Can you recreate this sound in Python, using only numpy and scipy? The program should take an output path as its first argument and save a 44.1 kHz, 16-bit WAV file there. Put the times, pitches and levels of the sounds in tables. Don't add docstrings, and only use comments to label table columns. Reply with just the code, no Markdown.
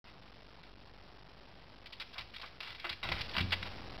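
import sys
import numpy as np
from scipy import signal
from scipy.fft import rfft, irfft
from scipy.io import wavfile
from scipy.ndimage import uniform_filter1d

SR = 44100
rng = np.random.default_rng(int(sys.argv[2]) if len(sys.argv) > 2 else 0)


def transcribe(u):
    v = np.clip(np.atleast_2d(u).T, -1, 1)
    q = np.round(v * 32767).astype(np.int16)
    wavfile.write(sys.argv[1], SR, q)


N = 176400
TIME = np.arange(N) / SR
TOP_HZ = 5572
CLAW_ATTACK_S = 0.001

# t/s, length/s, mid level/dB, lows re mid/dB, highs re mid/dB,
# squeak f/Hz, squeak level/dB
CLAWS = [(0.634, 0.003, -53.5, -18, -10, 1980, -53.5), (0.633, 0.0015, -57.5, -8, 0.5, 3720, -52),
         (1.858, 0.005, -51.5, -19, -2.5, 2990, -56.0), (1.868, 0.005, -52.5, -14, 4.0, 4200, -56.5),
         (1.924, 0.014, -52, -12.5, 4, 3000, -57), (1.999, 0.01, -48, -9, 5, 3376, -50.5),
         (2.012, 0.015, -46.5, -7, -1, 3220, -47), (2.18, 0.0063, -47, -3, 6, 3920, -49),
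         (2.188, 0.0072, -46.5, -8, 0.5, 2790, -49), (2.209, 0.004, -49, -21, 2.5, 2390, -54.5),
         (2.337, 0.011, -50, -13, -6.5, 2205, -56.0), (2.352, 0.005, -56, -19.5, 3, 3860, -55.5),
         (2.361, 0.007, -50, -10, 3.0, 3850, -49.5), (2.382, 0.004, -53, -19, 0, 3290.0, -60),
         (2.396, 0.0074, -57, 3.5, 5, 4140, -58.5), (2.414, 0.011, -51.5, -6, 4, 3860, -54.5),
         (2.604, 0.0058, -42.5, -9.5, 1, 3025, -45), (2.63, 0.0077, -49, -6.5, 0, 2280.0, -53),
         (2.671, 0.0077, -50.5, -4, -3, 2770, -55.5), (2.678, 0.0048, -57.5, 6, 3, 3550, -57.0),
         (2.704, 0.0024, -48, -15, -2.5, 2275, -52.0), (2.797, 0.0051, -47.5, -17.5, 2.5, 2360, -53.5),
         (2.843, 0.015, -42, -2, -9, 1285, -42.5), (2.867, 0.0042, -46.5, -3, -1, 2770, -51.5),
         (2.893, 0.0082, -40.5, -10.5, 3.0, 3970, -45), (2.927, 0.0043, -44.5, -7.5, -1, 2285, -51),
         (3.029, 0.0076, -41, -3.5, -2, 3010, -46), (3.088, 0.0059, -47.5, -9.5, -4.5, 2350, -58),
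         (3.117, 0.0096, -44.5, -2, -2, 2054, -46.5), (3.179, 0.0067, -54.5, -6.5, -6.5, 2930, -58.5),
         (3.209, 0.01, -51, -17.0, 4.5, 2770, -54.0), (3.293, 0.0039, -58.5, -7, 6.5, 3230, -62),
         (3.311, 0.0083, -61.5, -6, -1, 4400, -62.5), (3.335, 0.008, -60, -11, 2.5, 3760, -60.5),
         (3.35, 0.0052, -53, 3, -6.5, 1540, -59), (3.365, 0.0059, -42.5, -4, -2.5, 2035, -52),
         (3.38, 0.0061, -42, -2.5, 0.5, 2085, -48), (3.387, 0.011, -51, 3.5, -0.5, 2110, -52),
         (3.404, 0.011, -46, -13, -4, 2935, -51.5), (3.506, 0.006, -55.5, -18, 3, 2170, -60.5),
         (3.523, 0.0061, -48.5, -2, 1, 3336, -39.5), (3.523, 0.0083, -42, -18, -7, 2766, -39),
         (3.531, 0.008, -45.5, -11, -8.5, 2300, -44), (3.627, 0.0046, -48, -10.0, -4.5, 2045, -56)]


def from_db(db):
    return 10 ** (np.asarray(db) / 20)


def unit_rms(x):
    return x / np.sqrt(np.mean(x ** 2) + 1e-20)


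def band(x, low_hz, high_hz):
    return signal.sosfilt(signal.butter(2, [low_hz, high_hz], "band", fs=SR, output="sos"), x + 1e-18)


def resonate(x, hz, width_hz):
    r = np.exp(-np.pi * width_hz / SR)
    feedback = [1, -2 * r * np.cos(2 * np.pi * hz / SR), r * r]
    return signal.lfilter(np.array([1, 0, -1]) * (1 - r * r) / 2, feedback, x + 1e-18)


def envelope(start, length, attack_s, release_s):
    part = slice(int(start * SR), int((start + length + 10 * release_s) * SR))
    age = TIME[part] - start
    return part, np.clip(age / attack_s, 0, 1) * np.exp(-np.maximum(age - length, 0) / release_s)


def room_tone():
    # f/Hz, relative density/dB
    spectrum = [(20, -8.5), (45, -1.5), (100, 0.5), (200, -3.5), (400, -7), (800, -7.5), (1600, -17),
                (3000, -18), (5500, -26.5)]
    hz, db = np.transpose(spectrum)
    bin_hz = np.maximum(np.arange(N // 2 + 1) * SR / N, 1)
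    colour = from_db(np.interp(np.log(bin_hz), np.log(hz), db))
    air = irfft(rfft(rng.standard_normal(N)) * colour, N)
    return from_db(-62) * unit_rms(air)


def motor_hum(hz=48.6):
    return from_db(-67.5) * unit_rms(np.sin(2 * np.pi * hz * TIME))


def friction(contacts, slips_per_s, attack_s, release_s, spread_db, even_s):
    sizes = from_db(spread_db * np.minimum(rng.exponential(1, N), 4)) * rng.choice([-1, 1], N)
    slips = sizes * (rng.random(N) < slips_per_s / SR)
    power = np.zeros((3, N))
    for start, length, db, low_db, high_db, *_ in contacts:
        part, shape = envelope(start, length, attack_s, release_s)
        power[:, part] += (from_db([[db + low_db], [db], [db + high_db]]) * shape) ** 2
    edges_hz, out = [560, 1600, 3200, TOP_HZ], 0
    for k in range(3):
        grains = band(slips, edges_hz[k], edges_hz[k + 1])
        local_power = np.abs(uniform_filter1d(grains ** 2, int(even_s * SR) + 1))
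        levelled = grains / np.sqrt(local_power + 1e-3)
        rounded = 3 * np.tanh(levelled / 3)
        out += (-1) ** k * rounded * np.sqrt(power[k])
    return out


def scuffs():
    # t/s, length/s, mid level/dB, lows re mid/dB, highs re mid/dB
    rubs = [(0.065, 0.034, -61.5, -7.5, -17), (2.13, 0.014, -58, 0.5, 8), (2.152, 0.046, -61, 10, -15),
            (2.196, 0.027, -54, -1.5, -1.5), (2.428, 0.02, -53, 6, -5.5), (2.455, 0.022, -57, -5.5, 3),
            (2.612, 0.061, -54.5, -3, 2), (2.675, 0.055, -55, -2, 3), (2.742, 0.015, -54, -2, 3),
            (2.78, 0.089, -55.5, -14.5, -8), (2.855, 0.066, -51.5, -3, -14.5),
            (2.903, 0.033, -51.5, -13.5, 1), (3.04, 0.019, -59.5, 8.5, 3.5),
            (3.065, 0.042, -56.5, -4.5, -12), (3.128, 0.045, -58, -0.5, -0.5), (3.185, 0.028, -58, -0.5, 2),
            (3.225, 0.035, -64, -6, 0.5), (3.336, 0.038, -58, -1.5, 2.5), (3.412, 0.02, -60, -12, 3.5),
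            (3.517, 0.022, -47.5, -4.5, -2.5), (3.652, 0.023, -59, 3, 0)]
    return friction(rubs, slips_per_s=2000, attack_s=0.0046, release_s=0.008, spread_db=3, even_s=0.01)


def floor_colour(x):
    # f/Hz, width/Hz, level/dB
    modes = [(781, 79, -10.5), (1009, 35, -7.5), (1215, 100, -6), (1559, 70, -12), (2014, 55, -2.5),
             (2287, 80, -1.5), (2468, 60, -7), (2750, 70, -3), (3304, 90, -3.5), (3797, 40, -0.5)]
    return from_db(-2) * x + sum(from_db(db) * resonate(x, hz, width) for hz, width, db in modes)


def reflections(x, t60_s):
    age = TIME[:SR]
    tail = rng.standard_normal(SR) * from_db(-60 * age / t60_s) * (age > 0.002)
    return signal.fftconvolve(x, tail / np.sqrt(np.sum(tail ** 2)))[:N]


def claw_ticks():
    return friction(CLAWS, slips_per_s=3200, attack_s=CLAW_ATTACK_S, release_s=0.0027,
                    spread_db=1.5, even_s=0.0072)


def claw_squeaks():
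    out = np.zeros(N)
    for start, length, *_, hz, db in CLAWS:
        narrow_noise = resonate(rng.standard_normal(8192), hz, width_hz=200)
        tone = unit_rms(np.cos(np.angle(signal.hilbert(narrow_noise))))
        part, shape = envelope(start, length, CLAW_ATTACK_S, release_s=0.0028)
        out[part] += from_db(db) * tone[:len(shape)] * shape
    return out


def paw_thuds(attack_s=0.0046):
    # t/s, level/dB
    footfalls = [(2.184, -50.5), (2.419, -58.5), (2.699, -59), (2.904, -52), (3.036, -53.5), (3.091, -51),
                 (3.134, -55), (3.205, -56), (3.361, -52.5), (3.405, -49.5)]
    weight = np.zeros(N)
    for start, db in footfalls:
        part, shape = envelope(start, attack_s, attack_s, release_s=0.045)
        weight[part] += from_db(db) * shape
    return weight * unit_rms(band(rng.standard_normal(N), low_hz=40.2, high_hz=120.3))


def struck(blows, modes):
    age, out = TIME[:SR], np.zeros(N + SR)
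    ring = sum(from_db(db - 60 * age / t60) * np.sin(2 * np.pi * hz * age) for hz, db, t60 in modes)
    for start, db in blows:
        onset = int(start * SR)
        out[onset:onset + SR] += from_db(db) * ring
    return out[:N]


def paw_knocks():
    # t/s, level/dB
    landings = [(2.847, -49), (3.042, -66), (3.09, -54.5)]
    # f/Hz, level/dB, t60/s
    modes = [(347.5, 1, .3), (665, -2, 0.18), (769, -4.5, 0.13)]
    return struck(landings, modes)


def hollow_booms():
    # t/s, level/dB
    bumps = [(3.115, -61), (3.377, -48.5), (3.412, -44.5), (3.62, -59.5)]
    # f/Hz, level/dB, t60/s
    modes = [(88.27, -2.5, 0.98), (115.5, -9, 0.58), (182.3, -2, .42), (207.3, -5.5, .25), (260, -11, .45),
             (341.4, -16.5, 0.5)]
    return struck(bumps, modes)


def scene():
    bed = room_tone() + motor_hum()
    scratching = floor_colour(from_db(0.5) * (claw_ticks() + scuffs())) + from_db(-2.5) * claw_squeaks()
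    early = from_db(-13.5) * reflections(scratching, t60_s=0.04)
    late = from_db(-12) * reflections(scratching, t60_s=0.42)
    return (bed + scratching + early + late + paw_thuds() + paw_knocks() + hollow_booms())[None]


def record(dry):
    decimation, step, bias_steps = 4, 0.00305, 0.37
    silent_until_s, louder_at_s, louder_db = 0.041, 3.039, 8.8
    low_rate = signal.resample_poly(dry, 1, decimation, axis=1)
    crushed = step * np.round(low_rate / step - bias_steps)
    pulses = np.zeros_like(dry)
    pulses[:, ::decimation] = decimation * crushed
    pulses *= (TIME > silent_until_s) * from_db(louder_db * (TIME > louder_at_s))
    smoothing = signal.firwin(141, TOP_HZ, window=("kaiser", 8), fs=SR)
    smooth = signal.fftconvolve(pulses, smoothing[None], "same")
    fizz = from_db(-31) * decimation * np.gradient(smooth, axis=1) * rng.standard_normal(N)
    high_cut = signal.cheby2(12, 70, 17000, fs=SR, output="sos")
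    return signal.sosfilt(high_cut, smooth + fizz)


dry = scene()
out = record(dry)
transcribe(out)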